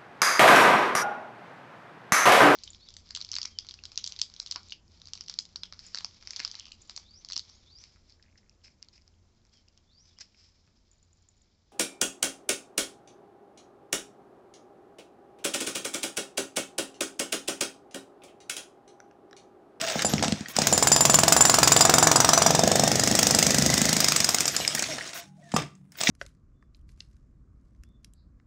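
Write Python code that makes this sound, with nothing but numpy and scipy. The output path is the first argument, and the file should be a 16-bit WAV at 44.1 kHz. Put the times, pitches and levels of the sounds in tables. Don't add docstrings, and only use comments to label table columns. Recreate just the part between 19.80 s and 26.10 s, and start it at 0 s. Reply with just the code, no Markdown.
import sys
import numpy as np
from scipy import signal
from scipy.fft import rfft, irfft
from scipy.io import wavfile
from scipy.ndimage import uniform_filter1d

SR = 44100
rng = np.random.default_rng(int(sys.argv[2]) if len(sys.argv) > 2 else 0)


def pcm_store(signal):
    levels = np.round(np.clip(np.atleast_2d(signal), -1, 1) * 32767)
    wavfile.write(sys.argv[1], SR, levels.astype(np.int16).T)


def ratio_of_db(decibels):
    return 10 ** (np.asarray(decibels, float) / 20)


N = 277830

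# (time [s], slab knock pitch [Hz], ground boom level [dB], barrel clatter level [dB])
TIP_DEPTH = [(.1, 680, -32, 1), (.45, 700, -32, 8), (.8, 675, -32, 1), (1.299, 847, -20, 1),
             (2.0, 895, -32, 2.5), (2.3, 864, -33, -0.5), (2.6, 873, -23, 0.5), (2.85, 650, -16, -1),
             (3.15, 650, -20.5, -1), (3.5, 675, -18, -1), (3.951, 640, -16.5, -2), (4.3, 800, -23, 0),
             (4.62, 780, -22, -2), (4.85, 730, -26, -4), (5.1, 695, -36, -4.5), (5.75, 710, -23.5, 5),
             (6.12, 740, -28, -14), (6.2, 730, -21, 5)]
# (time [s], strokes made [count])
PISTON_STROKES = [(1.026, 0), (1.1175, 2), (1.3425, 7), (1.4803, 10), (1.6078, 13), (1.964, 21),
                  (2.4904, 33), (2.8357, 41), (3.0765, 47), (3.2358, 51), (3.3898, 55), (3.7055, 63),
                  (3.901, 68), (4.054, 72), (4.2034, 76), (4.2843, 78), (4.3205, 79), (4.444, 82)]
# (time [s], crack level [dB], slab knock level [dB], chisel ring level [dB])
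TIP_BITE = [(1.03, -11, -10.5, -22), (1.3, -9, -7, -31), (1.9, -8, -4.5, -27), (2.399, -9, -4, -29.5),
            (2.66, -13, -6, -25), (2.72, -12, -8.5, -35), (3.07, -13.5, -12, -44.5), (3.15, -13, -19, -32),
            (3.55, -10, -18, -43.5), (3.95, -13.5, -22.5, -39.5), (4.2, -11, -23.5, -46.5),
            (4.44, -10.5, -28, -43)]
# (pitch [Hz], share of motor [dB/dB], of lean [dB/dB], of slab knock [dB/dB],
# of barrel clatter [dB/dB], level when jolted [dB])
RATTLE_PARTS = [
    (230, .02, 0.5, 0.22, 0.093, 11),
    (433, 0.77, 0.28, 0.23, 0.64, 12.5),
    (1100, 0.76, 0.13, 0.29, 0.1, 0),
    (2540, 1, 0.018, 0.1, 0.49, 10),
    (6100, 1, 0.21, -0.058, 1, -7),
    (9500, 0.73, 0.12, -0.12, 0, -20),
    (13000, 0.81, 0.51, -0.074, 0.097, -36),
    (15200, .8, .1, -.1, 0.16, -38),
]


def evened(x):
    return x / np.sqrt(np.mean(x ** 2) + 1e-20)


def read(points, hz):
    f, value = np.transpose(points)
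    return np.interp(np.log(hz + 1), np.log(f + 1), value)


def add(mix, s, sound):
    part = mix[round(s * SR):][:len(sound)]
    part += sound[:len(part)]


def resonate(x, hz, width_hz):
    turn = np.exp(2j * np.pi * np.cumsum(hz * np.ones(len(x))) / SR)
    r = np.exp(-np.pi * width_hz / SR)
    return 2 * (turn * signal.lfilter([1 - r], [1, -r], x / turn)).real


def ring(modes, t, spread_db, detune):
    hz, db, t60_s = np.transpose(modes)[:, :, None]
    luck = rng.standard_normal((2, len(modes), 1))
    level = ratio_of_db(db + spread_db * luck[0] - 60 * t / t60_s)
    return (level * np.sin(2 * np.pi * hz * (1 + detune * luck[1]) * t)).sum(0)


def rough(n, depth_db, size):
    return ratio_of_db(depth_db * evened(uniform_filter1d(rng.standard_normal(n), size=size)))


def blows():
    # (time [s], ring level [dB], lowest ring level [dB], free to ring [ms])
    jumps = [(.248, -17.5, -27, 110), (.927, -16.5, -37.5, 57), (.978, -24.5, -30.5, 47),
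             (1.026, -16.5, -32.5, 11), (1.073, -14.5, -21.5, 15), (1.1175, -13, -16.5, 33),
             (1.163, -24, -24.5, 40), (1.208, -17.5, -38.5, 29), (1.252, -19.5, -26.5, 20),
             (1.297, -14, -24, 26), (1.342, -14.5, -34.5, 16), (1.388, -18.5, -29.5, 16),
             (1.481, -13.5, -23.5, 11), (1.523, -14.5, -21, 10), (1.566, -15, -29.5, 27),
             (1.608, -9.5, -23.5, 17), (1.652, -16, -28.5, 58), (1.696, -15, -40.5, 26),
             (1.74, -18, -23.5, 35), (1.786, -18.5, -29, 9.4), (1.829, -17.5, -16, 21),
             (1.919, -12.5, -27.5, 14), (1.964, -13.5, -15, 13), (2.008, -13, -9.5, 19),
             (2.052, -15.5, -30.5, 11), (2.139, -20.5, -23.5, 24), (2.183, -22, -28.5, 24),
             (2.226, -15, -21, 18), (2.271, -30, -30.5, 7.7), (2.358, -15, -18, 12), (2.447, -42, -31, 10),
             (2.534, -21, -30.5, 10), (2.577, -21.5, -38.5, 14), (2.663, -21.5, -15.5, 13),
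             (4.361, -17, -29, 5.7), (4.679, -32, -40, 14), (4.765, -35, -43, 30), (5.74, -37, -36, 26)]
    # (time [s], crack level [dB], slab knock level [dB], ground boom level [dB])
    placing = [(0.013, -21, -95, -38), (0.065, -28.5, -51, -47), (0.083, -28, -42, -52),
               (0.099, -25, -38, -55), (.11, -37, -50, -54), (0.121, -28, -57, -55),
               (0.157, -36, -19, -19.5), (0.192, -28, -36, -53), (0.2207, -19, -47, -47),
               (0.248, -20, -14, -19.5), (0.336, -21, -18.5, -6.5), (0.426, -18.5, -18.5, -15),
               (0.438, -28, -16, -52), (0.444, -25.5, -46, -40), (0.4526, -36, -29, -25),
               (0.4808, -23.5, -27.5, -19), (0.5222, -23, -26.5, -11.5), (0.6065, -37, -55, -27.5),
               (0.684, -36, -57, -37.5), (0.7653, -14.5, -32.5, -27), (0.787, -14, -11.5, -18),
               (0.818, -15, -26.5, -24.5), (0.8702, -10.5, -18.5, -22.5), (0.9266, -13.5, -10.5, -21),
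               (0.978, -10.5, -15, -19), (1.051, -37.5, -43, -43)]
    # (time [s], crack level [dB], knock level [dB], boom level [dB])
    coasting = [(4.49, -10, -19, -40), (4.5452, -10, -20, -33), (4.5844, -17, -45, -75),
                (4.605, -12.5, -24.5, -23.5), (4.655, -16, -24, -48), (4.679, -13, -36, -37),
                (4.7644, -14, -29, -32), (4.802, -26, -22.5, -25), (4.8775, -12.5, -33, -78),
                (4.9488, -19, -29, -30.5), (4.993, -20, -29, -42), (5.0235, -18, -30, -36),
                (5.04, -36, -37, -49), (5.061, -41, -40, -53), (5.1828, -32, -30, -54),
                (5.275, -36, -48, -52), (5.332, -35.5, -43, -57), (5.718, -36, -65, -49.5),
                (5.74, -34.5, -17.5, -15.5), (5.766, -21.5, -17.5, -15), (5.821, -35, -37, -57),
                (5.9514, -55, -73.5, -53), (6.1200, -48, -69, -63), (6.206, -25, -43, -46),
                (6.212, -20, -26.5, -35), (6.235, -19, -27, -43), (6.2901, -23, -22.5, -6.5)]
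    crack_scatter_db, knock_scatter_db, ring_scatter_db, low_scatter_db = 1.0, .9, 2, 2.5
    low_ring_db, stray_ring_db = 1, -53.5
    least_free_ms, free_ms_per_db, free_scatter = 8.0, .6, .3

    s, made = np.transpose(PISTON_STROKES)
    at = np.interp(np.arange(made[-1] + 1), made, s)
    s, *bite = np.transpose(TIP_BITE)
    crack_db, knock_db, ring_db = (np.interp(at, s, column) for column in bite)
    luck = rng.standard_normal((len(at), 5)).T
    free_ms = least_free_ms + free_ms_per_db * (ring_db - ring_db.min())
    s, hz, boom_db, barrel_db = np.transpose(TIP_DEPTH)
    strokes = np.transpose([
        at,
        crack_db + crack_scatter_db * luck[0],
        knock_db + knock_scatter_db * luck[1],
        np.interp(at, s, boom_db),
        ring_db + ring_scatter_db * luck[2],
        ring_db + low_ring_db + low_scatter_db * luck[3],
        free_ms * np.exp(free_scatter * luck[4])])
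    strays = [(t, c, k, b, c + stray_ring_db, c + stray_ring_db + low_ring_db, least_free_ms)
              for t, c, k, b in [*placing, *coasting]]
    rows = np.vstack([strokes, strays])
    rows = rows[np.argsort(rows[:, 0])]
    for t, *jump in jumps:
        rows[abs(rows[:, 0] - t).argmin(), 4:] = jump
    return np.c_[rows, np.interp(rows[:, 0], s, hz), np.interp(rows[:, 0], s, barrel_db)]


def until_blow():
    t = np.arange(N) / SR
    at = np.r_[np.transpose(blows())[0], N / SR + 1]
    return at[np.searchsorted(at, t)] - t


def swells(t):
    # (time [s], level [dB])
    motor = [(.015, 5), (.055, 10.5), (.064, -3), (.075, 11.5), (.16, 5.5), (.23, 5.5), (.245, -13),
             (.3, 2), (.42, -13), (.44, 2), (.47, -4.5), (.64, -9), (.68, -11), (.70, -3), (.74, -10),
             (.76, 3), (.83, 6.5), (1.1, 1), (4.2, 9), (4.9, 5), (5.14, 7), (5.19, 1), (5.3, 2.5),
             (5.325, -6), (5.34, 0.5), (5.385, 4), (5.53, -38.5), (5.7, -20.5), (6.03, -42), (6.115, -31),
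             (6.125, -20), (6.165, -11), (6.175, -6), (6.2, -1.5), (6.3, 15)]
    # (time [s], level [dB])
    lean = [(.14, -22), (.18, -8), (.4, 23), (.55, -7), (.64, -34), (.75, -23), (.9, 18), (1.3, 19),
            (2.2, 14.5), (3.8, 27), (4.5, 5), (5.14, 1.5), (5.2, -14), (5.53, -25.5), (5.62, -26),
            (6.0, -20), (6.19, -30.5), (6.3, -3)]
    jolt_s, rise_db_per_s, fall_db_per_s = 5.79, 602, 260
    s, _, knock_db, _ = np.transpose(TIP_BITE)
    depth_s, _, _, barrel_db = np.transpose(TIP_DEPTH)
    controls = [np.interp(t, *np.transpose(motor)),
                np.interp(t, *np.transpose(lean)),
                np.interp(t, s, knock_db - np.mean(knock_db)),
                np.interp(t, depth_s, barrel_db)]
    parts = np.array(RATTLE_PARTS)
    driven_db = parts[:, 1:5] @ controls
    jolt_db = np.minimum(rise_db_per_s * (t - jolt_s), fall_db_per_s * (jolt_s - t)) + parts[:, 5:]
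    return 10 * np.log10(ratio_of_db(2 * driven_db) + ratio_of_db(2 * np.maximum(jolt_db, -200)))


def running():
    # (frequency [Hz], density [dB per Hz])
    rattle = [(35, -30.5), (60, 1), (234, -4.5), (961, -10), (1990, -8.5), (2830, -12.5), (6600, -12.5),
              (10600, -28), (13700, -39.5), (16500, -39)]
    # (frequency [Hz], width [Hz], level [dB])
    hollows = [(142, 8.3, 6.5), (650, 81, 0.5), (3640, 330, -3.5), (5610, 310, 2), (6470, 66, 6),
               (12430, 300, -9.5), (294, 72, 0.5), (15100, 1400, -4.5)]
    frames, hz = N // 128 + 5, np.fft.rfftfreq(512, 1 / SR)
    a, b, patches = rng.standard_normal((frames, 257, 3)).T
    patches = uniform_filter1d(patches, size=9, axis=1)
    patches = evened(uniform_filter1d(patches, size=4, axis=0))
    levels_db = swells(np.arange(frames) * 128 / SR)
    part_hz = np.transpose(RATTLE_PARTS)[0]
    share = np.array([read(list(zip(part_hz, row)), hz) for row in np.eye(len(levels_db))])
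    patch_db = 2.13 * patches * np.clip(hz / 1000, 0, 1)[:, None]
    z = (a + 1j * b) * ratio_of_db(read(rattle, hz)[:, None] + share.T @ levels_db + patch_db)
    noise = signal.istft(z, nperseg=512, noverlap=384)[1][:N]
    noise = noise + sum(ratio_of_db(db) * resonate(noise, f, width) for f, width, db in hollows)
    noise *= ratio_of_db(-27.5) / np.std(noise[N // 2:][:SR // 2])
    return noise * evened(rough(N, 2.1, size=90))


def brushes():
    # (start [s], end [s], level [dB])
    sparking = [
        (0, .2, -54),
        (.75, .87, -52),
        (6.168, 6.296, -47.5),
    ]
    hz, width_hz = 15200, 1400
    out = np.zeros(N)
    for s0, s1, db in sparking:
        n = round((s1 - s0) * SR)
        fizz = resonate(resonate(rng.standard_normal(n), hz, width_hz), hz, width_hz)
        add(out, s0, ratio_of_db(db) * evened(fizz) * signal.windows.tukey(n, .1))
    return out


def cracks():
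    # (frequency [Hz], density [dB per Hz])
    stone = [(710, -35.5), (1200, -9), (1900, -6.5), (2700, -8.5), (4100, -7), (5050, -4), (6790, -1),
             (8360, -4.5), (10600, -19), (13500, -18.5), (14600, -13.5), (16100, -15.5), (16700, -46.5)]
    # (frequency [Hz], level [dB], t60 [s])
    clank_modes = [(5090, 3.5, 0.019), (8150, -5.5, 0.0075)]
    # (time [s], pitch [Hz], level [dB])
    seating = [
        (2.0, 6700, -10.5),
        (2.3, 5880, 4.5),
        (2.7, 5880, 7.5),
        (2.95, 6600, -15.5),
    ]
    # (time [s], level [dB])
    spark = [(.05, 5), (.22, 6), (.76, -27.5), (.83, -12), (.87, 7), (2.5, 3), (3.2, 3.5), (4.55, 5),
             (4.585, -14), (4.604, 3.5), (4.655, -6), (4.679, 2.5), (4.88, -2), (4.95, 16.5), (5.0, 1.5),
             (5.72, -5), (5.77, -8), (5.82, -14), (6.12, 34), (6.2, -22)]
    dulling = 0.5
    loose_clank = 0.41

    hz = np.fft.rfftfreq(N, 1 / SR)
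    colour = rfft(rng.standard_normal(N)) * ratio_of_db(read(stone, hz))
    edge = np.clip((hz - 8500) / 2000, 0, 1)
    barrel = np.clip((4800 - hz) / 500, 0, 1)
    noise = np.array([irfft(colour * part, N) for part in (1 - edge - barrel, edge, barrel)])
    seat_s, *seat = np.transpose(seating)
    t, shape, clanks = np.arange(1800) / SR, np.zeros((3, N)), np.zeros(N)
    for s, crack_db, _, boom_db, *_, barrel_db in blows():
        spread, sharp, hollow = rng.standard_normal(3)
        load = np.clip(ratio_of_db(0.12 * (boom_db + 39.5)), .55, 1)
        fall_s = 0.002 * np.exp(0.18 * spread) * load
        decay = np.exp(-(t / fall_s) ** 2 / 2) + ratio_of_db(-5.5) * np.exp(-t / (2.4 * fall_s))
        burst = ratio_of_db(crack_db - 8.0) * (1 - np.exp(-t / (0.82 * fall_s))) * decay
        edge_db = sharp + np.interp(s, *np.transpose(spark)) + dulling * min(crack_db, 0)
        add(shape[0], s - .0003, burst)
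        add(shape[1], s - .0003, burst * ratio_of_db(edge_db))
        add(shape[2], s - .0003, burst * ratio_of_db(barrel_db + 1.1 * hollow))
        seat_mode = (*(np.interp(s, seat_s, column) for column in seat), .035)
        clank_db = crack_db - 7 + loose_clank * np.clip(-46.0 - boom_db, 0, 12)
        clank = ring([*clank_modes, seat_mode], t, spread_db=-2.5, detune=0.018)
        add(clanks, s + .0003, ratio_of_db(clank_db) * clank)
    shape[1:] = uniform_filter1d(shape[1:], size=100, axis=1)
    jagged = rough(N, 0.78, size=24)
    chips = (rng.random(N) < 70 / SR) * rng.exponential(1, N) * uniform_filter1d(shape[0], size=3000)
    shape = shape + ratio_of_db(-6.0) * signal.oaconvolve(chips, np.exp(-t[:300] / 0.0032))[:N]
    return (shape * evened(noise)).sum(0) * np.sqrt(3) * evened(jagged) + clanks


def chisel():
    # (frequency [Hz], level [dB], t60 [s])
    high_modes = [(2710, -18, .06), (5950, -18, .1), (7050, -6, .14), (7180, 0, .14), (7240, -8, .1),
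                  (9790, -19, .13), (9945, -12.5, .12)]
    low_modes = [(4895, -1, 0.12), (5110, -7, 0.06), (5300, -12, 0.04)]
    collar_modes = [(7958, -16, .14)]
    casing_modes = [(1184, 0, .14), (2223, -20, .12), (2710, -9, .06), (3214, -12, .19), (3591, -14, .2),
                    (3994, -21, .2), (4700, -15, .24), (5109, -17, .24), (5243, -8, .13), (5879, -20, .2),
                    (7391, -20, .18), (8100, -18, .2), (10550, -28, .12), (12480, -22, .05)]
    # (time [s], level [dB])
    bump = (5.764, -26)
    out, t = np.zeros(N), np.arange(4000) / SR
    for s, _, _, _, ring_db, low_db, free_ms, *_ in blows():
        landed_s = np.maximum(t - free_ms / 1000, 0)
        damping = np.exp(-landed_s / 0.00071) + ratio_of_db(-24) * np.exp(-landed_s / .015)
        free = (1 - np.exp(-t / 0.0014)) * damping
        high = ratio_of_db(ring_db + 2.5) * ring(high_modes, t, spread_db=1.8, detune=0.0015)
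        low = ratio_of_db(low_db) * ring(low_modes, t, spread_db=2.5, detune=.003)
        collar = ratio_of_db(ring_db + 7.5) * ring(collar_modes, t, spread_db=3.0, detune=0.0006)
        add(out, s + .0006, free * (high + low) + collar)
    bump_s, bump_db = bump
    casing = ring(casing_modes, np.arange(SR // 3) / SR, spread_db=0, detune=0)
    add(out, bump_s, ratio_of_db(bump_db) * casing * rough(SR // 3, 4, size=150))
    chatter = evened(uniform_filter1d(rng.standard_normal(N), size=110))
    return out * ratio_of_db(2.2 * chatter - .5)


def slab():
    # (frequency [Hz], level [dB], t60 [s])
    slab_modes = [(622.6, -8, 0.05), (677, 6, 0.029), (750.3, -5, 0.038), (841, 4, 0.021), (900, -14, 0.02),
                  (1049, -10, 0.041), (1165, -19.5, 0.056), (1255, -15.5, 0.1), (1404, -20, 0.035),
                  (1570, -2.5, 0.021), (1720, -9, 0.062)]
    ground_modes = [(161, -12.5, 0.25), (211, 10.5, 0.026), (101, -15.5, 0.083)]
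    # (delay [s], level [dB])
    walls = [
        (.012, -13.5),
        (0.0197, -29),
    ]
    rebound_s, rebound_scatter, rebound_db = .018, 0.16, -14
    knocks, booms = np.zeros(N), np.zeros(N)
    t, long_t = np.arange(2600) / SR, np.arange(5500) / SR
    for s, _, knock_db, boom_db, _, _, _, hz, _ in blows():
        hz = hz * np.exp(0.035 * rng.standard_normal())
        u = hz * (t - .0015)
        cycles = np.where(u < 0, .45, .5 * (850 / hz) ** 3.7)
        pulse = -np.cos(2 * np.pi * u) * np.exp(-(u / cycles) ** 2)
        modes = [(f, db - 1.2 * max(f - 800, 0) / hz * 850 / hz, t60_s) for f, db, t60_s in slab_modes]
        rings = ratio_of_db(-13.0) * ring(modes, t, spread_db=2.0, detune=0.023)
        rings = rings * (1 - np.exp(-t / 0.0022)) * rough(len(t), 2.8, size=60)
        add(knocks, s - .0017, ratio_of_db(knock_db + 3.5) * (pulse + rings))
        back_s = s + rebound_s * np.exp(rebound_scatter * rng.standard_normal())
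        add(knocks, back_s, ratio_of_db(knock_db + rebound_db + rng.standard_normal()) * pulse)
        shake = (1 - np.exp(-long_t / 0.0034)) * ring(ground_modes, long_t, spread_db=3.0, detune=0.016)
        add(booms, s + 0.0012, ratio_of_db(boom_db - 1.0) * shake)
    echoed = knocks + booms
    for delay_s, db in walls:
        add(echoed, delay_s, ratio_of_db(db) * knocks)
    return echoed


def whines():
    # (start [s], end [s], start pitch [Hz], end pitch [Hz],
    # level [dB])
    singing = [(.014, .066, 670, 650, -34.5), (.064, .155, 690, 570, -35.5), (.06, .14, 710, 690, -42),
               (5.085, 5.14, 700, 540, -38.5), (5.17, 5.47, 650, 700, -53), (6.2, 6.3, 640, 670, -41),
               (5.42, 5.59, 835, 820, -68), (5.58, 5.73, 695, 680, -60), (5.57, 5.63, 650, 590, -62),
               (2.6, 3.15, 3550, 3650, -42), (.69, .75, 1000, 1150, -52), (5.1, 5.16, 5300, 5500, -44),
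               (5.125, 5.17, 800, 600, -49), (5.62, 5.72, 1950, 1650, -63), (5.4, 6.2, 150, 148, -57),
               (5.4, 6.2, 192, 188, -57), (.285, .335, 12430, 12430, -45), (4.505, 4.55, 12430, 12430, -48),
               (4.59, 4.625, 12430, 12430, -47), (4.66, 4.685, 12430, 12430, -44),
               (4.712, 4.775, 12430, 12430, -46), (4.785, 4.87, 12430, 12430, -49),
               (4.766, 4.86, 7950, 7950, -45), (4.878, 4.92, 7950, 7950, -43), (5.1, 5.17, 340, 230, -48)]
    # (time [s], pitch [Hz], level [dB])
    gear = [
        (2.702, 1720, -57.5),
        (3.1, 1860, -34),
        (3.6, 1930, -33.5),
        (4.1, 2050, -28.5),
        (4.3, 2170, -42),
    ]
    blur = 1.5
    clean_share, clean_below_hz = .6, 900
    out = np.zeros(N)
    for s0, s1, hz0, hz1, db in singing:
        n = round((s1 - s0) * SR)
        glide_hz, width_hz = np.linspace(hz0, hz1, n), blur * np.sqrt(hz0)
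        fuzzy = resonate(resonate(rng.standard_normal(n), glide_hz, width_hz), glide_hz, width_hz)
        plain = np.sqrt(2) * np.sin(2 * np.pi * np.cumsum(glide_hz) / SR)
        clean = clean_share * (hz0 < clean_below_hz)
        tone = (1 - clean) * evened(fuzzy) + clean * plain
        add(out, s0, ratio_of_db(db) * evened(tone) * signal.windows.tukey(n, .3))
    s, hz, db = np.transpose(gear)
    t = np.arange(N) / SR
    loaded = np.exp(-((until_blow() - .005) / 0.0032) ** 2) + 0.21
    tone = evened(resonate(rng.standard_normal(N), np.interp(t, s, hz), 50))
    return out + loaded * tone * ratio_of_db(np.interp(t, s, db, -120, -120) + 0.5)


def clatter():
    # (time [s], level [dB], pitch [Hz], t60 [s])
    taps = [(.084, -21, 2890, 0.025), (0.099, -29, 2840, .02), (0.112, -27, 2780, 0.014),
            (0.191, -21.5, 1684, 0.052), (0.3804, -26, 2230, 0.033), (0.394, -26, 1800, 0.015),
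            (.432, -18.5, 3600, .02), (4.505, -23, 5000, .02), (4.582, -22, 1700, 0.021),
            (4.742, -28.5, 1720, 0.071), (4.753, -32, 2400, 0.027), (4.806, -29, 2250, 0.11),
            (4.8482, -25.5, 2240, 0.04), (4.904, -31, 2340, 0.039), (4.9487, -24, 2000, 0.032),
            (4.9734, -24.5, 1940, 0.042), (4.996, -23, 2440, 0.026), (4.992, -30, 5410, 0.033),
            (4.8778, -33, 4800, 0.011), (4.6038, -35, 4740, 0.018), (.7653, -24, 6100, 0.014),
            (0.818, -30, 5700, .015), (0.916, -15, 5700, 0.016), (.658, -38, 1900, .03),
            (5.692, -53, 2400, 0.017), (5.0254, -18, 1770, 0.02), (5.038, -25, 2480, 0.028),
            (5.0592, -26.5, 1970, 0.027), (5.1125, -33, 2200, 0.11), (5.1815, -28.5, 1730, 0.048),
            (5.209, -29, 1870, .03), (5.252, -34, 1670, 0.045), (5.3331, -23, 1920, .02),
            (5.3539, -36.5, 1503, 0.097), (5.717, -28.5, 2000, 0.023), (5.819, -32, 2250, 0.026),
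            (5.836, -38, 2080, .025), (6.1192, -57.5, 1720, 0.056), (6.1534, -45, 1900, 0.022),
            (6.1862, -37, 2140, 0.035), (6.2086, -11, 4270, 0.017), (6.234, -29, 4470, .02),
            (6.2713, -13, 2050, 0.028)]
    # (multiple of the pitch [ratio], level [dB])
    tap_shape = [(0.799, -9.5), (1, 1.5), (1.3, -5), (1.75, -5), (2.4, -7), (3, -11)]
    out, t = np.zeros(N), np.arange(3000) / SR
    for s, db, hz, t60_s in taps:
        modes = [(k * hz, part_db, t60_s) for k, part_db in tap_shape]
        tap = ring(modes, t, spread_db=4.5, detune=0.021) * (1 - np.exp(-t / 0.0011))
        add(out, s, ratio_of_db(db) * tap)
    contact = uniform_filter1d(uniform_filter1d(rng.standard_normal(N), size=50), size=50)
    return out * evened(contact + .1)


def scrapes():
    # (start [s], end [s], level [dB])
    drags = [
        (0.683, 0.735, -47),
        (5.342, 5.417, -46.5),
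    ]
    out = np.zeros(N)
    for s0, s1, db in drags:
        n = round((s1 - s0) * SR)
        hiss = np.diff(rng.standard_normal(n + 1)) * signal.windows.tukey(2 * n, .35)[n:]
        add(out, s0, ratio_of_db(db) * hiss)
    return out


def shudder():
    # (frequency [Hz], level [dB])
    response = [(55, -23), (105, -14.5), (135, 0), (155, -1.5), (180, -7), (215, -8.5), (290, -7),
                (345, -16)]
    # (time [s], level [dB])
    press = [(1.03, -51), (1.2, -45.5), (1.7, -41.5), (2.0, -43), (2.15, -35), (2.9, -40.5), (3.45, -38.5),
             (3.7, -46), (3.85, -35.5), (4.15, -45.5), (4.4, -59.5)]
    t, (s, made), orders = np.arange(N) / SR, np.transpose(PISTON_STROKES), np.arange(3, 15)
    turns, slow_t = np.interp(t, s, made), t[::512]
    rate_hz = uniform_filter1d(np.gradient(turns) * SR, size=4000)[::512]
    drift = uniform_filter1d(rng.standard_normal((len(slow_t), len(orders))), size=14, axis=0)
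    press_db = np.interp(slow_t, *np.transpose(press), -120, -120)
    out = np.zeros(N)
    for k, d in zip(orders, drift.T):
        level = ratio_of_db(press_db + 1.5 + read(response, k * rate_hz) + 4.7 * evened(d))
        out += np.interp(t, slow_t, level) * np.sin(2 * np.pi * (k * turns + rng.random()))
    return out


def yard(x):
    taps = np.zeros(SR // 2)
    at = np.arange(300, len(taps) - 22, 22)
    taps[at + rng.integers(0, 22, len(at))] = rng.choice([-1., 1.], len(at))
    hz, t, z = signal.stft(taps, SR, nperseg=256)
    t60_s = read([(200, 0.21), (2000, 0.31), (12000, 0.2)], hz)[:, None]
    tail = signal.istft(z * ratio_of_db(-60 * t / t60_s), SR, nperseg=256)[1]
    return signal.fftconvolve(x, tail / np.linalg.norm(tail))[:N]


def scene():
    hits = cracks() + chisel() + slab() + clatter()
    machine = running() + shudder() + whines() + scrapes() + brushes()
    return (hits + ratio_of_db(-11.5) * yard(hits) + machine)[None]


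def band_limit(x):
    return signal.sosfilt(signal.butter(12, 16990, fs=SR, output="sos"), x)


def record(dry):
    edge_hz, leak_db = 15780, -25
    soft = .62 * np.tanh(dry / .62)
    soft = signal.sosfilt(signal.butter(N=4, Wn=70, btype="high", fs=SR, output="sos"), soft)
    low = signal.oaconvolve(soft, signal.firwin(numtaps=401, cutoff=edge_hz, fs=SR)[None], "same")
    mix = low + ratio_of_db(leak_db) * (soft - low)
    return band_limit(mix)


dry = scene()
out = record(dry)
pcm_store(out)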